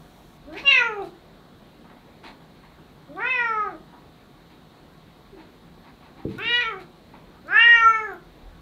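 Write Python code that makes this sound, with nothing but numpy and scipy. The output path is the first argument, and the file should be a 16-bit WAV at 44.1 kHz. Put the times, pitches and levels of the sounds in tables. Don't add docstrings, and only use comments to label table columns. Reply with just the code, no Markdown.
import sys
import numpy as np
from scipy import signal
from scipy.fft import rfft, irfft
from scipy.io import wavfile
from scipy.ndimage import uniform_filter1d, minimum_filter1d

SR = 44100
rng = np.random.default_rng(int(sys.argv[2]) if len(sys.argv) > 2 else 0)


def output_pcm(signal):
    pcm = np.clip(np.atleast_2d(signal).T, -1, 1) * 32767
    wavfile.write(sys.argv[1], SR, np.round(pcm).astype(np.int16))


N = 379701

# [f/Hz, level/dB per Hz]
HOUSE_SPECTRUM = [(14, -36), (38, 4.5), (62, -1.5), (120, -4.5), (160, 2.5), (200, -2), (300, -3),
                  (500, -8), (760, -10), (1500, -16), (2800, -23), (3900, -18.5), (4450, -25),
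                  (5200, -31.5)]
# [f/Hz, level/dB per Hz]
HISS_SPECTRUM = [(5200, -0.5), (7000, -3), (10000, -6), (13000, -5), (15900, -5)]
# [f/Hz, depth/dB]
PATCH_DEPTHS = [(100, .4), (500, 1.6), (2500, 1.4), (5000, .5), (16000, .3)]
# [t/s, half length/s, height/dB]
RUMBLE_SURGES = [(.6, .2, 6.5), (5.8, .3, 0.5), (7.8, .2, 11), (8.5, 0.14, 14)]
# [f/Hz, level/dB]
HUM_LINES = [(161.5, -63), (236.9, -64.5), (726.7, -71), (1114, -72.5), (3854, -81), (4307, -77.5),
             (8156, -91.5), (12500, -86)]

# [t/s, pitch f/Hz, first mouth resonance f/Hz, its level/dB, second resonance f/Hz, its level/dB]
MEOW_PATHS = [
    [(0.46, 271, 1360, -69, 2560, -78), (0.476, 280, 1370, -58, 2580, -70),
     (0.494, 303, 1390, -45, 2580, -86), (0.522, 319.4, 1420, -42, 2450, -75),
     (0.54, 346.6, 1580, -43, 2450, -57), (0.554, 375, 1750, -45, 2440, -60),
     (0.568, 404, 1800, -46, 2420, -42), (0.6, 486, 1883, -43, 2400, -34),
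     (0.618, 552, 1730, -52, 2680, -34), (0.635, 575.9, 1630, -42, 2850, -39)],
    [(0.625, 571, 1680, -43, 2760, -52), (0.681, 554, 1700, -36, 2900, -12.5),
     (0.701, 563.7, 1930, -31, 2730, -17.5), (0.719, 539, 2080, -20, 2720, -13),
     (0.733, 532, 2050, -28, 2640, -16), (0.753, 521, 1970, -21, 2590, -20.5),
     (0.785, 500.7, 1915, -20, 2410, -19.5), (0.833, 464.7, 1430, -23, 2400, -37),
     (0.849, 471.2, 1480, -26, 2430, -32.5), (0.915, 427.2, 1430, -38, 2430, -49.5),
     (0.991, 397.6, 1200, -45.5, 2430, -54.5), (1.015, 383, 1220, -49, 2480, -58),
     (1.031, 343.5, 1230, -49, 2470, -58), (1.09, 317.6, 1360, -61, 2520, -68)],
    [(3.08, 261, 1850, -61, 2340, -63.5), (3.144, 309.7, 1270, -58, 2270, -72),
     (3.164, 370, 1240, -47, 2190, -66.5), (3.194, 395, 1320, -31, 2180, -58),
     (3.21, 443, 1570, -36, 2220, -33), (3.23, 466, 1660, -24.5, 2380, -45.5),
     (3.266, 503.4, 1670, -28.5, 2500, -28), (3.31, 520.5, 2010, -29, 2580, -25.5),
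     (3.404, 480.2, 1760, -24.5, 2480, -32), (3.536, 437.6, 1300, -26, 2140, -44.5),
     (3.634, 414, 1256, -27, 2056, -48.5), (3.716, 353.7, 1346, -50, 2140, -61),
     (3.746, 308, 1319, -51.5, 2280, -72), (3.8, 314.1, 1286, -59, 2380, -81)],
    [(6.37, 334, 1520, -43, 2430, -65), (6.392, 375, 1400, -33.5, 2450, -44),
     (6.426, 440, 1540, -41, 2470, -32.5), (6.498, 475.9, 1800, -28, 2640, -25),
     (6.568, 484.6, 1850, -26.5, 2770, -23), (6.588, 483, 1870, -22.5, 2760, -34),
     (6.616, 485, 1780, -29.5, 2520, -26), (6.646, 453.7, 1630, -30.5, 2390, -34.5),
     (6.678, 449.5, 1310, -31, 2180, -34), (6.702, 439, 1330, -33, 2180, -39),
     (6.744, 379.3, 1300, -39.5, 2180, -56), (6.792, 372.9, 1360, -61, 2190, -52),
     (6.812, 340, 1390, -49.5, 2200, -56), (6.86, 326.0, 1380, -53, 2270, -66)],
    [(7.43, 270.5, 1400, -72, 2670, -81), (7.452, 266.4, 1350, -50.5, 2210, -70),
     (7.54, 413.6, 1596, -17.5, 2470, -38.5), (7.598, 457.4, 1790, -10, 2670, -17),
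     (7.642, 468.4, 1810, -14.5, 2700, -16.5), (7.674, 473.1, 1890, -11, 2570, -20.5),
     (7.732, 468, 1900, -12, 2720, -26.5), (7.802, 458.3, 1567, -18, 2410, -25),
     (7.876, 449, 1280, -11.5, 2300, -42), (7.888, 449.7, 1360, -18, 2250, -31),
     (7.95, 444.2, 1400, -22.5, 2140, -27), (8.058, 424.2, 1540, -36.5, 2105, -55),
     (8.142, 340, 1236, -43, 2170, -66), (8.19, 322, 1300, -45.5, 2340, -68)],
]
# [lowest tone level/dB, its octave level/dB, third resonance level/dB,
# its f/Hz with the mouth open, upper throat resonance level/dB, its f/Hz at the start, its f/Hz at the end]
MEOW_COLOURS = [(-44, -38.5, -28, 3900, -68, 5500, 5400), (-40, -34, -42, 3800, -70.5, 5500, 6840),
                (-45, -35.5, -45.5, 3740, -83, 4940, 6100), (-45, -44, -32.5, 3760, -78, 4400, 7300),
                (-47.5, -39.5, -62.5, 3700, -75, 4900, 7000)]
# [lowest tone change/dB, its octave change/dB, lips part t/s]
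NOSE_DRIFTS = [(-5, -5, .555), (7.5, 14, .655), (0.5, -0.5, 3.17), (2, 5.5, 6.383), (8.5, 5, 7.485)]
# [t/s, half length/s, height/dB]
THROAT_SWELLS = [(0.605, 0.044, 20), (0.793, 0.12, 15.5), (3.448, 0.19, 17.5), (6.58, 0.12, 13),
                 (7.82, 0.32, 16.5)]
# [f/Hz, width/Hz, level against it/dB]
TOP_MODES = [(5240, 200, -5), (9000, 2400, -36), (14300, 2000, -23.5)]
# [f/Hz, half width/Hz, height/dB]
THROAT_GAP = (4750, 730, -5)
# [f/Hz, half width/Hz, height/dB]
NOSE_LIFT = (387, 100, 4.2)
# [t/s, half length/s, added roughness 0-1]
VOICE_CATCHES = [(.52, .04, .15), (.585, .035, .5), (.715, .01, .18), (.8, .08, .12), (1.04, .05, .1),
                 (3.2, .05, .1), (3.72, .04, .1), (6.41, .02, .08), (6.455, .012, .2), (6.62, .02, .25),
                 (7.56, .04, .06)]
# [f/Hz, fall time/s]
ROOM_FALL = [(200, 0.52), (500, 0.34), (1200, 0.3), (3000, 0.23), (8000, 0.23)]

# [t/s, level/dB, length/s (held to 0.01-0.09), slope above 1.5 kHz/dB per octave]
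RUSTLE_EVENTS = [(0.521, -35, 0.031, 3.5), (0.562, -31.5, 0.079, 2.5), (1.028, -40.5, 0.053, 7.5),
                 (1.842, -35.5, 0.029, -20), (1.893, -34, 0.027, -10), (1.949, -40, 0.034, -13),
                 (2.024, -44, 0.027, -5), (2.233, -28.5, 0.058, 0.5), (2.549, -58, 0.052, -1),
                 (2.631, -35.5, 0.021, -6), (2.782, -39.5, 0.021, -17), (3.927, -31.5, 0.025, -29.5),
                 (4.496, -40.5, 0.044, -1), (5.372, -37, 0.051, -3), (5.832, -37.5, 0.06, -4),
                 (5.997, -39.5, 0.088, -3), (6.159, -36.5, 0.071, -5), (6.283, -37, 0.11, 3.5),
                 (6.791, -40, 0.035, 6.5), (7.133, -34, 0.034, -7), (7.326, -42.5, 0.058, -13)]
# [f/Hz, level/dB per Hz]
RUSTLE_SPECTRUM = [(120, -34), (250, 1), (550, -13.5), (900, -1), (1400, -13.5), (2200, -9.5),
                   (3200, -16.5), (4100, -12.5), (5300, -31.5), (15000, -47.5)]
# [t/s, level/dB, ring f/Hz, share of broad click]
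SMACK_EVENTS = [(0.5674, -45, 2310, 0.14), (0.576, -28, 2340, 0.086), (1.022, -33.5, 3820, 0.083),
                (2.241, -34, 1470, 0.16), (3.162, -39, 3624, .1), (6.3833, -32.5, 3720, 0.3),
                (7.472, -44, 4440, 0.42), (8.135, -42, 13300, 0.089)]
# [t/s, pitch f/Hz, level/dB]
GRUNT_PATH = [(5.31, 450, -82), (5.332, 400, -45.5), (5.39, 300, -51), (5.42, 297, -59)]
# [t/s, peak level/dB]
THUMP_EVENTS = [(6.2494, -15.5), (6.285, -41), (6.454, -31.5)]
# [f/Hz, relative level/dB, time to fall by 60 dB/s]
FLOOR_RINGS = [(98.5, -14, 0.25), (119, 5, 0.14), (223, 2.5, 0.077), (273, 13.5, 0.034), (322, 2, 0.1),
               (441, -6, 0.25), (470, 5.5, 0.047)]
# [t/s, pitch f/Hz, level/dB]
WHISTLE_PATH = [(7.88, 14800, -84), (7.97, 14500, -80), (8.07, 13300, -81), (8.16, 13150, -81)]

HOUSE_DB = -51.5
HISS_EARLY_DB, HISS_DB, HISS_STEP_S = -65.5, -70.5, 0.375
RUMBLE_DB, RUMBLE_SWELL_DB = -60.5, 1.5
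ROOM_DB = -5
LIMIT_DB, EDGE_HZ = -5.5, 15700

FIRST_WIDTH_HZ, SECOND_WIDTH_HZ, THIRD_WIDTH_HZ, UPPER_WIDTH_HZ = 470, 520, 650, 700
SHUT_HZ, OPEN_HZ = 1300, 1880
THIRD_SHUT_HZ = 3200
REFERENCE_DB = -25
LOW_FOLLOWS, OCTAVE_FOLLOWS, THIRD_FOLLOWS, UPPER_FOLLOWS = 0.08, .35, 1.28, .5
RIPPLE_DB = 4
SEALED_DB, PARTING_S = -11.5, .012
ATTACK_S, RELEASE_S = 0.016, 0.055
ROUGH_WEAK, ROUGH_STEADY, WEAK_DB, FIRM_DB = .2, .03, -48, -25


def gain_of(db):
    return 10 ** (np.asarray(db) / 20)


def evened(x):
    return x / np.sqrt(np.mean(x ** 2) + 1e-20)


def read(points, hz):
    f, value = np.transpose(points)
    return np.interp(np.log(hz + 1), np.log(f + 1), value)


def curves(rows):
    s, *columns = np.transpose(rows)
    t = np.arange(s[0], s[-1], 1 / SR)
    return s[0], [np.interp(t, s, column) for column in columns]


def add(mix, s, sound):
    part = mix[round(s * SR):][:len(sound)]
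    part += sound[:len(part)]


def coloured(x, db_of_hz):
    hz = np.fft.rfftfreq(len(x), 1 / SR)
    return irfft(rfft(x) * gain_of(db_of_hz(hz)), len(x))


def smoothed(x, span):
    return uniform_filter1d(uniform_filter1d(x, span), span)


def wander(count, span):
    return evened(smoothed(rng.standard_normal(count), span))


def bumps(x, rows):
    return sum(height * np.exp(-((x - at) / half) ** 2) for at, half, height in rows)


def tone(rows, waver, overtone):
    s, (hz, level_db) = curves(rows)
    phase = 2 * np.pi * np.cumsum(hz * (1 + waver * wander(len(hz), span=80))) / SR
    wave = np.sqrt(2) * (np.sin(phase) + overtone * np.sin(2 * phase))
    return s, gain_of(level_db) * wave * signal.windows.tukey(len(hz), .3)


def patchy_noise():
    frames, hz = N // 256 + 5, np.fft.rfftfreq(1024, 1 / SR)
    a, b, patches = rng.standard_normal((frames, 513, 3)).T
    patches = evened(uniform_filter1d(uniform_filter1d(patches, 14, 0), 12, 1))
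    patch_gain = gain_of(read(PATCH_DEPTHS, hz)[:, None] * patches)
    return signal.istft((a + 1j * b) * patch_gain, nperseg=1024, noverlap=768)[1][:N]


def house():
    noise = patchy_noise()
    t, out = np.arange(N) / SR, np.zeros(N)
    hiss_db = np.where(t < HISS_STEP_S, HISS_EARLY_DB, HISS_DB)
    rumble_db = RUMBLE_DB + RUMBLE_SWELL_DB * wander(N, span=5000) + bumps(t, RUMBLE_SURGES)
    bands = (
        (85, 5200, HOUSE_SPECTRUM, HOUSE_DB),
        (5200, SR, HISS_SPECTRUM, hiss_db),
        (0, 85, HOUSE_SPECTRUM, rumble_db))
    for lo, hi, shape, level_db in bands:
        band = coloured(noise, lambda f: np.where((f >= lo) & (f < hi), read(shape, f), -200))
        out += evened(band) * gain_of(level_db)
    for f, db in HUM_LINES:
        wavering_hz = f + (5 + 0.0037 * f) * wander(N, span=1200)
        phase = 2 * np.pi * np.cumsum(wavering_hz) / SR
        out += gain_of(db + 3.0 * wander(N, span=2500)) * np.sqrt(2) * np.sin(phase)
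    return out


def peak(hz, centre, width, steep):
    shape = (1 + (2 * (hz - centre) / width) ** 2) ** -steep
    return shape / np.linalg.norm(shape[2:], axis=0)


def uneven_closing(count, k, rough):
    shake = rng.standard_normal((count, len(k), 2)).T
    shake = evened(smoothed(shake, 50)) / np.sqrt(2)
    share = np.minimum(rough * (k / 4) ** .7, 1)
    return np.sqrt(1 - share ** 2) + share * (shake[0] + 1j * shake[1])


def meow(rows, colour, drift):
    s, (hz, f1, db1, f2, db2) = curves(rows)
    low_start_db, octave_start_db, third_db, third_open_hz, throat_db, *throat_ends_hz = colour
    low_drift_db, octave_drift_db, lips_part_s = drift
    count = len(hz)
    t = np.arange(count) / SR
    along = np.linspace(-1, 1, count)

    opening = np.clip((f1 - SHUT_HZ) / (OPEN_HZ - SHUT_HZ), 0, 1)
    f3 = THIRD_SHUT_HZ + (third_open_hz - THIRD_SHUT_HZ) * opening
    upper_hz = np.linspace(*throat_ends_hz, count)

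    mouth_db = 10 * np.log10(gain_of(db1) ** 2 + gain_of(db2) ** 2)
    push_db = mouth_db - REFERENCE_DB
    low_db = low_start_db + LOW_FOLLOWS * push_db + low_drift_db * along / 2 + bumps(hz, [NOSE_LIFT])
    octave_db = octave_start_db + OCTAVE_FOLLOWS * push_db + octave_drift_db * along / 2
    db3 = third_db + THIRD_FOLLOWS * (db2 - REFERENCE_DB)
    upper_db = throat_db + UPPER_FOLLOWS * push_db + bumps(s + t, THROAT_SWELLS)

    rough = np.interp(mouth_db, (WEAK_DB, FIRM_DB), (ROUGH_WEAK, ROUGH_STEADY))
    rough = np.clip(rough + bumps(s + t, VOICE_CATCHES), 0, 1)
    turns = np.cumsum(hz * (1 + (.0007 + 0.055 * rough) * wander(count, span=120))) / SR

    k = np.arange(1, 36)[:, None]
    tones = k * hz
    heights = gain_of(db1) * peak(tones, f1, FIRST_WIDTH_HZ, 1.27)
    heights += gain_of(db2) * peak(tones, f2, SECOND_WIDTH_HZ, 1.44)
    heights += gain_of(db3) * peak(tones, f3, THIRD_WIDTH_HZ, 1.1)
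    heights += gain_of(upper_db) * peak(tones, upper_hz, UPPER_WIDTH_HZ, 1.5)
    for f, width, db in TOP_MODES:
        heights += gain_of(upper_db + db) * peak(tones, f, width, 2.5)
    ripple = np.interp(tones, np.arange(4096) * SR / 8192, wander(4096, span=40))
    heights *= gain_of(RIPPLE_DB * ripple * np.clip(tones / 2500 - 1, 0, 1))
    sealed = np.clip((lips_part_s - s - t) / PARTING_S, 0, 1)
    heights *= gain_of(bumps(tones, [THROAT_GAP]) + SEALED_DB * sealed)
    heights[:2] = gain_of([low_db, octave_db])
    heights *= np.sqrt(2) * (tones < EDGE_HZ)

    carrier = np.exp(2j * np.pi * k * turns + 1j * np.pi * k ** 2 / 9)
    voice = (heights * carrier * uneven_closing(count, k, rough)).real.sum(0)
    fade = np.clip(np.minimum(t / ATTACK_S, t[::-1] / RELEASE_S), 0, 1) ** 2
    return s, voice * fade


def room(x):
    taps = np.zeros(SR // 2)
    at = np.arange(200, SR // 2 - 20, 20) + rng.integers(0, 20, (SR // 2 - 201) // 20)
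    taps[at] = rng.choice([-1., 1.], len(at))
    hz, t, bands = signal.stft(taps, SR, nperseg=256)
    fall_s = np.maximum(read(ROOM_FALL, hz), .05)[:, None]
    tail = signal.istft(bands * gain_of(-60 * t / fall_s), SR, nperseg=256)[1]
    return signal.fftconvolve(x, tail / np.linalg.norm(tail))[:N]


def rustle(s, level_db, length, tilt_db):
    noise, lumps = rng.standard_normal(8192), wander(8192, span=60)
    u = np.arange(8192) / SR / np.clip(length, .01, .09)

    def spectrum(hz):
        return read(RUSTLE_SPECTRUM, hz) + tilt_db * np.log2(np.maximum(hz / 1500, 1))

    puff = evened(coloured(noise, spectrum))
    envelope = u ** .5 * np.exp(-u ** 2 * 1.05)
    return s, gain_of(level_db - 8.5 + 2.4 * lumps) * puff * envelope


def smack(s, level_db, hz, click):
    t = np.arange(900) / SR
    ring = np.sin(2 * np.pi * hz * t) * gain_of(-60 * t / 0.01) * np.minimum(t / 0.0011, 1)
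    crack = signal.lfilter([1, .7], 1, rng.standard_normal(900)) * gain_of(-60 * t / .006)
    return s, gain_of(level_db) * (ring + click * crack)


def grunt():
    return tone(GRUNT_PATH, waver=0.011, overtone=0.076)


def thump(s, peak_db):
    t = np.arange(SR // 3) / SR
    ring = sum(gain_of(db - 60 * t / fall_s) * np.sin(2 * np.pi * hz * t) for hz, db, fall_s in FLOOR_RINGS)
    ring *= np.minimum(t / 0.0032, 1) ** 2
    return s, gain_of(peak_db) * ring / abs(ring).max()


def whistle():
    return tone(WHISTLE_PATH, waver=.005, overtone=0)


def scene():
    near = np.zeros(N)
    for row in zip(MEOW_PATHS, MEOW_COLOURS, NOSE_DRIFTS):
        add(near, *meow(*row))
    for play, table in ((rustle, RUSTLE_EVENTS), (smack, SMACK_EVENTS), (thump, THUMP_EVENTS)):
        for row in table:
            add(near, *play(*row))
    add(near, *grunt())
    add(near, *whistle())
    return (gain_of(-1.0) * near + gain_of(ROOM_DB) * room(near) + house())[None]


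def record(dry):
    peak_db = -minimum_filter1d(-20 * np.log10(abs(dry) + 1e-9), 441)
    excess_db = uniform_filter1d(np.maximum(peak_db - LIMIT_DB, 0), 301)
    held = dry / gain_of(.8 * excess_db)
    low_pass = signal.firwin(511, EDGE_HZ, window=("kaiser", 9), fs=SR)
    return signal.oaconvolve(held, low_pass[None], "same")


dry = scene()
out = record(dry)
output_pcm(out)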